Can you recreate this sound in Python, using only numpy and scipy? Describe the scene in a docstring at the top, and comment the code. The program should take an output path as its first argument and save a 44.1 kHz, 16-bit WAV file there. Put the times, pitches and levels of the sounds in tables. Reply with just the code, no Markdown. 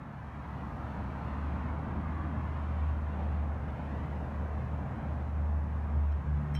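"""A lawn within earshot of a road. From the start, distant traffic rumbles and hisses, and an unseen
engine drones low, swelling and fading as it draws nearer. A car goes by at about 2 seconds and another
at about 4.5, their tyres whining faintly. Just after 6 seconds a small metal thing close by ticks
faintly, and the engine's second harmonic (twice its pitch) comes up as a short hum.
Last, the metal slides a little and clinks."""
import sys
import numpy as np
from scipy import signal
from scipy.fft import rfft, irfft, next_fast_len
from scipy.io import wavfile
from scipy.ndimage import uniform_filter1d, map_coordinates

SR = 44100
rng = np.random.default_rng(int(sys.argv[2]) if len(sys.argv) > 2 else 0)


def master_out(mix):
    """Clip the mix to full scale and print it as 16-bit PCM to the path in sys.argv[1]."""
    frames = np.transpose(np.atleast_2d(mix))
    ceiling = np.clip(frames, -1, 1)
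    pcm = np.round(ceiling * 32767).astype(np.int16)
    wavfile.write(sys.argv[1], SR, pcm)


N = 290619
TIME = np.arange(N) / SR


def engine(wobble_radians=0.035, flutter_db=0.45, hum_flutter_db=1.1):
    """Only the lowest tones of the firing carry this far; moving air shakes their timing and level."""
    # How fast the engine fires. Each row: time in seconds, rate in Hz.
    firing_rate = [(0, 72.3), (1.15, 71), (2.05, 77.48), (3.6, 74.2), (5.6, 75.36), (6.15, 73.3),
                   (6.59, 73.4)]
    # The exhaust note as it arrives. Each row: time in seconds, level in dB.
    drone_level = [(0.0, -64), (0.2, -48.5), (1.25, -41), (1.55, -35), (1.81, -38), (1.88, -47),
                   (1.96, -36.5), (2.53, -35.5), (2.76, -33), (2.82, -29), (2.91, -30.5), (3.0, -34),
                   (3.16, -37), (3.28, -32.5), (3.44, -31), (3.55, -35), (3.61, -38.5), (4.1, -39.5),
                   (4.3, -37), (4.42, -33.5), (4.88, -39), (4.97, -49), (5.06, -36), (5.29, -35),
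                   (5.4, -30), (5.56, -28.5), (5.66, -33.5), (5.76, -31.5), (5.89, -35), (5.98, -26.8),
                   (6.05, -29.5), (6.13, -29), (6.19, -32.5), (6.24, -45), (6.28, -31.5), (6.345, -28),
                   (6.44, -40.5), (6.52, -37.5), (6.59, -32)]
    # The tones of the hum, at 2 to 5 times the firing rate. Each entry: relative level in dB.
    hum_harmonics = [-0.5, -14.5, -27, -26]
    hum_start_s, hum_rise_s, faint_db, full_db = 6.225, 0.064, -53, -36
    hum_gain = np.interp(TIME, [hum_start_s, hum_start_s + hum_rise_s], undb([faint_db, full_db]))
    (hz,) = curves(firing_rate)
    (drone_db,) = curves(drone_level)
    phase = 2 * np.pi * np.cumsum(hz) / SR + wobble_radians * walk(5.6)
    drone = undb(drone_db + flutter_db * walk(15)) * np.sin(phase)
    hum = 0
    for k, db in enumerate(hum_harmonics, 2):
        gain = undb(db + hum_flutter_db * walk(25))
        hum = hum + gain * np.sin(k * phase + rng.uniform(0, 2 * np.pi))
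    return np.sqrt(2) * (drone + hum_gain * hum)


def traffic(road_distance_m=14, speed_m_s=14, sound_m_s=343, base_roar_hz=720):
    """Over steady far traffic, each car grows louder as it nears, and its roar sinks as it goes by."""
    # Passing cars. Each row: time when nearest in seconds, levels of rumble, boom, roar and
    # tread hiss in dB, centre of the roar in Hz.
    cars = [(1.9, -43, -47, -48, -50.5, 931.4), (4.4, -41.5, -53.5, -49, -56.5, 660)]
    # Traffic far down the road: levels of rumble, boom, roar and tread hiss in dB.
    far_levels = (-45, -59.5, -56, -53)
    out = rolling(far_levels, np.ones(N))
    for nearest_s, *levels_db, centre_hz in cars:
        along_m = speed_m_s * (TIME - nearest_s)
        distance_m = np.hypot(along_m, road_distance_m)
        doppler = 1 / (1 + speed_m_s / sound_m_s * along_m / distance_m)  # higher coming, lower going
        pitch = doppler * centre_hz / base_roar_hz
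        out = out + road_distance_m / distance_m * rolling(levels_db, pitch)
    return out


def rolling(levels_db, pitch, flicker_db=0.5):
    """Car bodies rumble and boom; tyres roar and hiss, wavering on the way over open ground."""
    # The tone colours of these four noises. Each row: frequency in Hz, relative level in dB.
    rumble_colour = [(20, -26.5), (30, -17.5), (40, -12), (60, 0.5), (88, -2.5), (125, 2.5), (165, -3),
                     (212, -2), (245, -10.5), (350, -24.5)]
    boom_colour = [(150, -13), (215, -0.5), (265, 1), (305, -3.5), (360, -10.5), (480, -22.5)]
    roar_colour = [(200, -12.5), (410, -5), (530, -1.5), (740, -1.5), (950, -3.5), (1400, -18.5),
                   (2500, -31.5)]
    tread_colour = [(400, -14.5), (750, -5), (1020, -1.5), (1250, -4.5), (1550, -7), (2000, -12),
                    (2600, -25.5), (3300, -35.5), (4300, -41.5), (7000, -50), (12000, -65)]
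    rumble_db, boom_db, roar_db, tread_db = levels_db
    body_surge_db, roar_surge_db, tread_surge_db = surges()
    rumble = undb(rumble_db) * noise(rumble_colour)
    boom = undb(boom_db) * noise(boom_colour)
    # Reading the noise faster or slower slides the whole roar up or down.
    sliding = map_coordinates(noise(roar_colour), [np.cumsum(pitch)], order=3, mode="wrap")
    roar = undb(roar_db + flicker_db * walk(9)) * sliding
    tread = undb(tread_db + tread_surge_db + flicker_db * walk(10)) * noise(tread_colour)
    return undb(body_surge_db) * (rumble + boom) + undb(roar_surge_db) * roar + tread


def surges():
    """The road noise briefly swells and dips: three curves of level change in dB."""
    # Surges and lulls. Each row: middle in seconds, half length in seconds, then the change in dB
    # of the rumble and boom, of the roar and of the tread hiss.
    swells = [(.22, 0.19, -3, -1, 0), (.85, 0.52, 1.5, 2.5, -0.5), (1.93, 0.1, 4, 1.5, -1.5),
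              (2.3, 0.2, 1.5, -1, 0.5), (2.9, 0.24, -1.5, -0.3, -1.5), (3.193, 0.06, 1, 5, 0),
              (3.952, 0.13, 3, 0.5, 1), (4.98, 0.18, 2.2, 0.5, 1), (5.55, .3, 0, 0, -0.5),
              (5.95, 0.08, 3, 2, 0.5), (6.48, 0.12, 0.5, 1.5, 1.5)]
    middle_s, half_s, *changes_db = np.transpose(swells)
    bumps = np.exp(-((TIME - middle_s[:, None]) / half_s[:, None]) ** 2)
    return [db @ bumps for db in changes_db]


def tyre_whine():
    """The tyres whine in a gliding band; a brighter streak joins in as the first car approaches."""
    # The whine and the streak. Each row: time in seconds, centre in Hz, level in dB.
    whine_track = [(0, 901, -60), (1.3, 899, -61), (1.8, 950, -58.5), (2.25, 1110, -55), (2.6, 1080, -56.5),
                   (2.85, 1000, -64), (3.08, 782, -69), (3.2, 756, -55), (3.4, 702, -61), (3.8, 520, -65),
                   (4.1, 560, -60), (4.47, 618, -53.5), (4.65, 697, -67), (4.85, 750, -52),
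                   (5.15, 721, -55.5), (5.55, 862.5, -56.5), (6.1, 1005, -62.5), (6.59, 1055, -63)]
    streak_track = [(0, 4350, -89), (.7, 4280, -84), (1.3, 4120, -80), (1.7, 4080, -88), (2.4, 3900, -93)]
    return gliding_band(whine_track, width=0.14) + gliding_band(streak_track, width=0.098)


def tyre_sizzle():
    """The bright top of the tyre hiss comes and goes."""
    # Its tone colour. Each row: frequency in Hz, relative level in dB.
    colour = [(1900, -1.5), (2400, 2.5), (2800, -1.5), (3300, -6), (4300, -15), (5000, -24.5), (7000, -28)]
    # Its loudness. Each row: time in seconds, level in dB.
    level = [(0, -69), (.6, -64.5), (.75, -69), (.92, -63), (1.05, -64.5), (1.5, -62.5), (1.83, -67),
             (2.33, -65), (2.52, -64.5), (2.88, -63), (3.02, -68), (3.12, -63.5), (3.36, -64), (3.58, -68),
             (3.75, -63), (4.05, -64.5), (4.4, -67.5), (5.1, -66), (5.63, -70.5), (5.85, -68.5),
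             (6.59, -67)]
    return shaped_noise(colour, level)


def reflections(road, count=10, lowest_hz=1250, first_ms=1.3, last_ms=9, drift_ms=0.2, echo_db=-17):
    """Weak echoes off the ground and nearby things fade and drift as cars move, rippling the hiss."""
    treble = signal.sosfiltfilt(signal.butter(2, lowest_hz, "high", fs=SR, output="sos"), road)
    echoed = treble
    for lag_ms in np.geomspace(first_ms, last_ms, count):
        lag_s = (lag_ms + drift_ms * walk(3)) / 1000
        fading = undb(echo_db) * walk(11)
        echoed = echoed + fading * map_coordinates(treble, [(TIME - lag_s) * SR], order=3, mode="mirror")
    return road - treble + echoed / np.sqrt(1 + count * undb(echo_db) ** 2)  # about as loud as before


def metal_clinks(crack_db=2, crack_t60_s=0.044, crack_hz=1900):
    """Each tap cracks and rings: a long contact is duller, a grazing one thinner, a held one shorter."""
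    # The metal's ringing tones. Each row: frequency in Hz, level in dB, seconds to fade by 60 dB (t60).
    tones = [(1685, -1, 0.05), (1990, 0, 0.05), (2660, -5, 0.075), (3133, -2, 2), (3965, -9, 0.11),
             (5433, -3, 0.16), (6215, -9, .07), (8327, -14, 0.09), (8500, -10, 0.05), (11742, -16, .06),
             (13950, -19, .07)]
    # Its taps. Each row: start in seconds, level in dB, contact time in milliseconds,
    # t60 of the damping by the contact in seconds, lowest frequency stirred in Hz.
    taps = [(6.121, -63.5, .14, 0.07, 500), (6.41, -63, .03, 0.3, 11500), (6.5425, -58, 0.08, .3, 4000),
            (6.5502, -49, .06, 2.5, 500), (6.5645, -50, 0.21, 0.12, 500)]
    out = np.zeros(N)
    hz, tone_db, t60 = np.transpose(tones)[:, :, None]
    crack_band = signal.butter(1, [crack_hz * 1.1, crack_hz * 1.23], "band", fs=SR, output="sos")
    for start_s, db, contact_ms, held_t60, lowest_hz in taps:
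        start = int(start_s * SR)
        t = TIME[:N - start]
        decay = np.exp(-np.log(1000) * t * (1 / t60 + 1 / held_t60))
        ring = np.sum(undb(tone_db) * decay * np.sin(2 * np.pi * hz * t), axis=0)
        crack = unit(signal.sosfilt(crack_band, rng.standard_normal(len(t))))
        crack *= undb(crack_db) * np.exp(-np.log(1000) * t / crack_t60_s)
        cut_highs = signal.butter(4, min(1000 / contact_ms, 0.45 * SR), fs=SR, output="sos")
        cut_lows = signal.butter(3, lowest_hz, "high", fs=SR, output="sos")
        out[start:] += undb(db) * signal.sosfilt(np.vstack([cut_highs, cut_lows]), ring + crack)
    return out


def metal_slide():
    """The metal slides with a faint, high rustle before it clinks."""
    # The rustle's tone colour. Each row: frequency in Hz, relative level in dB.
    colour = [(7000, -6.5), (8600, -0.5), (10300, -7), (11700, -2), (14500, -6)]
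    # Its loudness. Each row: time in seconds, level in dB.
    level = [(6.36, -115), (6.41, -88), (6.46, -91), (6.54, -83), (6.56, -110)]
    return shaped_noise(colour, level)


def air():
    """The thin hiss of the open air swells and sinks slowly."""
    # Its tone colour. Each row: frequency in Hz, relative level in dB.
    colour = [(2000, -1), (4900, -1), (5600, 0.5), (6600, -1.5), (7600, -5.5), (9500, -5), (10400, -11),
              (11200, -8), (15000, -11)]
    # Its loudness. Each row: time in seconds, level in dB.
    level = [(0, -79), (.7, -76), (2, -79), (2.6, -77.5), (3.4, -78.5), (4.15, -76.5), (5.6, -78.5),
             (6.59, -79)]
    return shaped_noise(colour, level)


def gliding_band(track, width):
    """A narrow band of noise that follows a track; width is a share of its average centre frequency."""
    hz, db = curves(track)
    smoothing = signal.butter(2, width * np.mean(hz) / 2, fs=SR, output="sos")
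    cos_gain, sin_gain = signal.sosfilt(smoothing, rng.standard_normal((2, N)))
    phase = 2 * np.pi * np.cumsum(hz) / SR
    return undb(db) * unit(cos_gain * np.cos(phase) + sin_gain * np.sin(phase))


def shaped_noise(colour, level):
    """Noise of one tone colour whose level changes over time."""
    (db,) = curves(level)
    return undb(db) * noise(colour)


def noise(colour):
    """Noise of strength 1 with the given tone colour, falling steeply beyond the table's ends."""
    hz, db = np.transpose(colour)
    size = next_fast_len(N, True)
    octave = np.log2(np.arange(1, size // 2 + 2) * SR / size)
    points = np.log2(hz)
    octaves_outside = np.abs(octave - np.clip(octave, points[0], points[-1]))
    gain = undb(np.interp(octave, points, db) - 20 * octaves_outside)
    return unit(irfft(rfft(rng.standard_normal(size)) * gain, size)[:N])


def walk(rate):
    """A smooth random wobble of strength 1 that heads for a new value rate times a second."""
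    hold = int(SR / rate)
    steps = np.repeat(rng.standard_normal(N // hold + 1), hold)[:N]
    return unit(uniform_filter1d(uniform_filter1d(steps, hold), hold))


def curves(table):
    """Join a timed table's points with straight lines, one curve for each column after the time."""
    seconds, *columns = np.transpose(table)
    return [np.interp(TIME, seconds, column) for column in columns]


def undb(db):
    """Turn decibels into a number to multiply by."""
    return 10 ** (np.asarray(db) / 20)


def unit(x):
    """Scale a signal to an average strength (root mean square) of 1."""
    return x / np.sqrt(np.mean(x ** 2))


def scene(opening_db=-2.5, opening_s=0.76):
    """Engine, road and air far off, the metal near by; road and air start a little softer."""
    road = reflections(traffic() + tyre_whine() + tyre_sizzle())
    soft_start = undb(opening_db * np.clip(1 - TIME / opening_s, 0, 1))
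    return (engine() + soft_start * (road + air()) + metal_slide() + metal_clinks())[None]


def record(dry):
    """A steep filter cuts off the very highest treble."""
    top_hz = 15100
    return signal.sosfilt(signal.ellip(8, 0.2, 70, top_hz, fs=SR, output="sos"), dry)


dry = scene()
out = record(dry)
master_out(out)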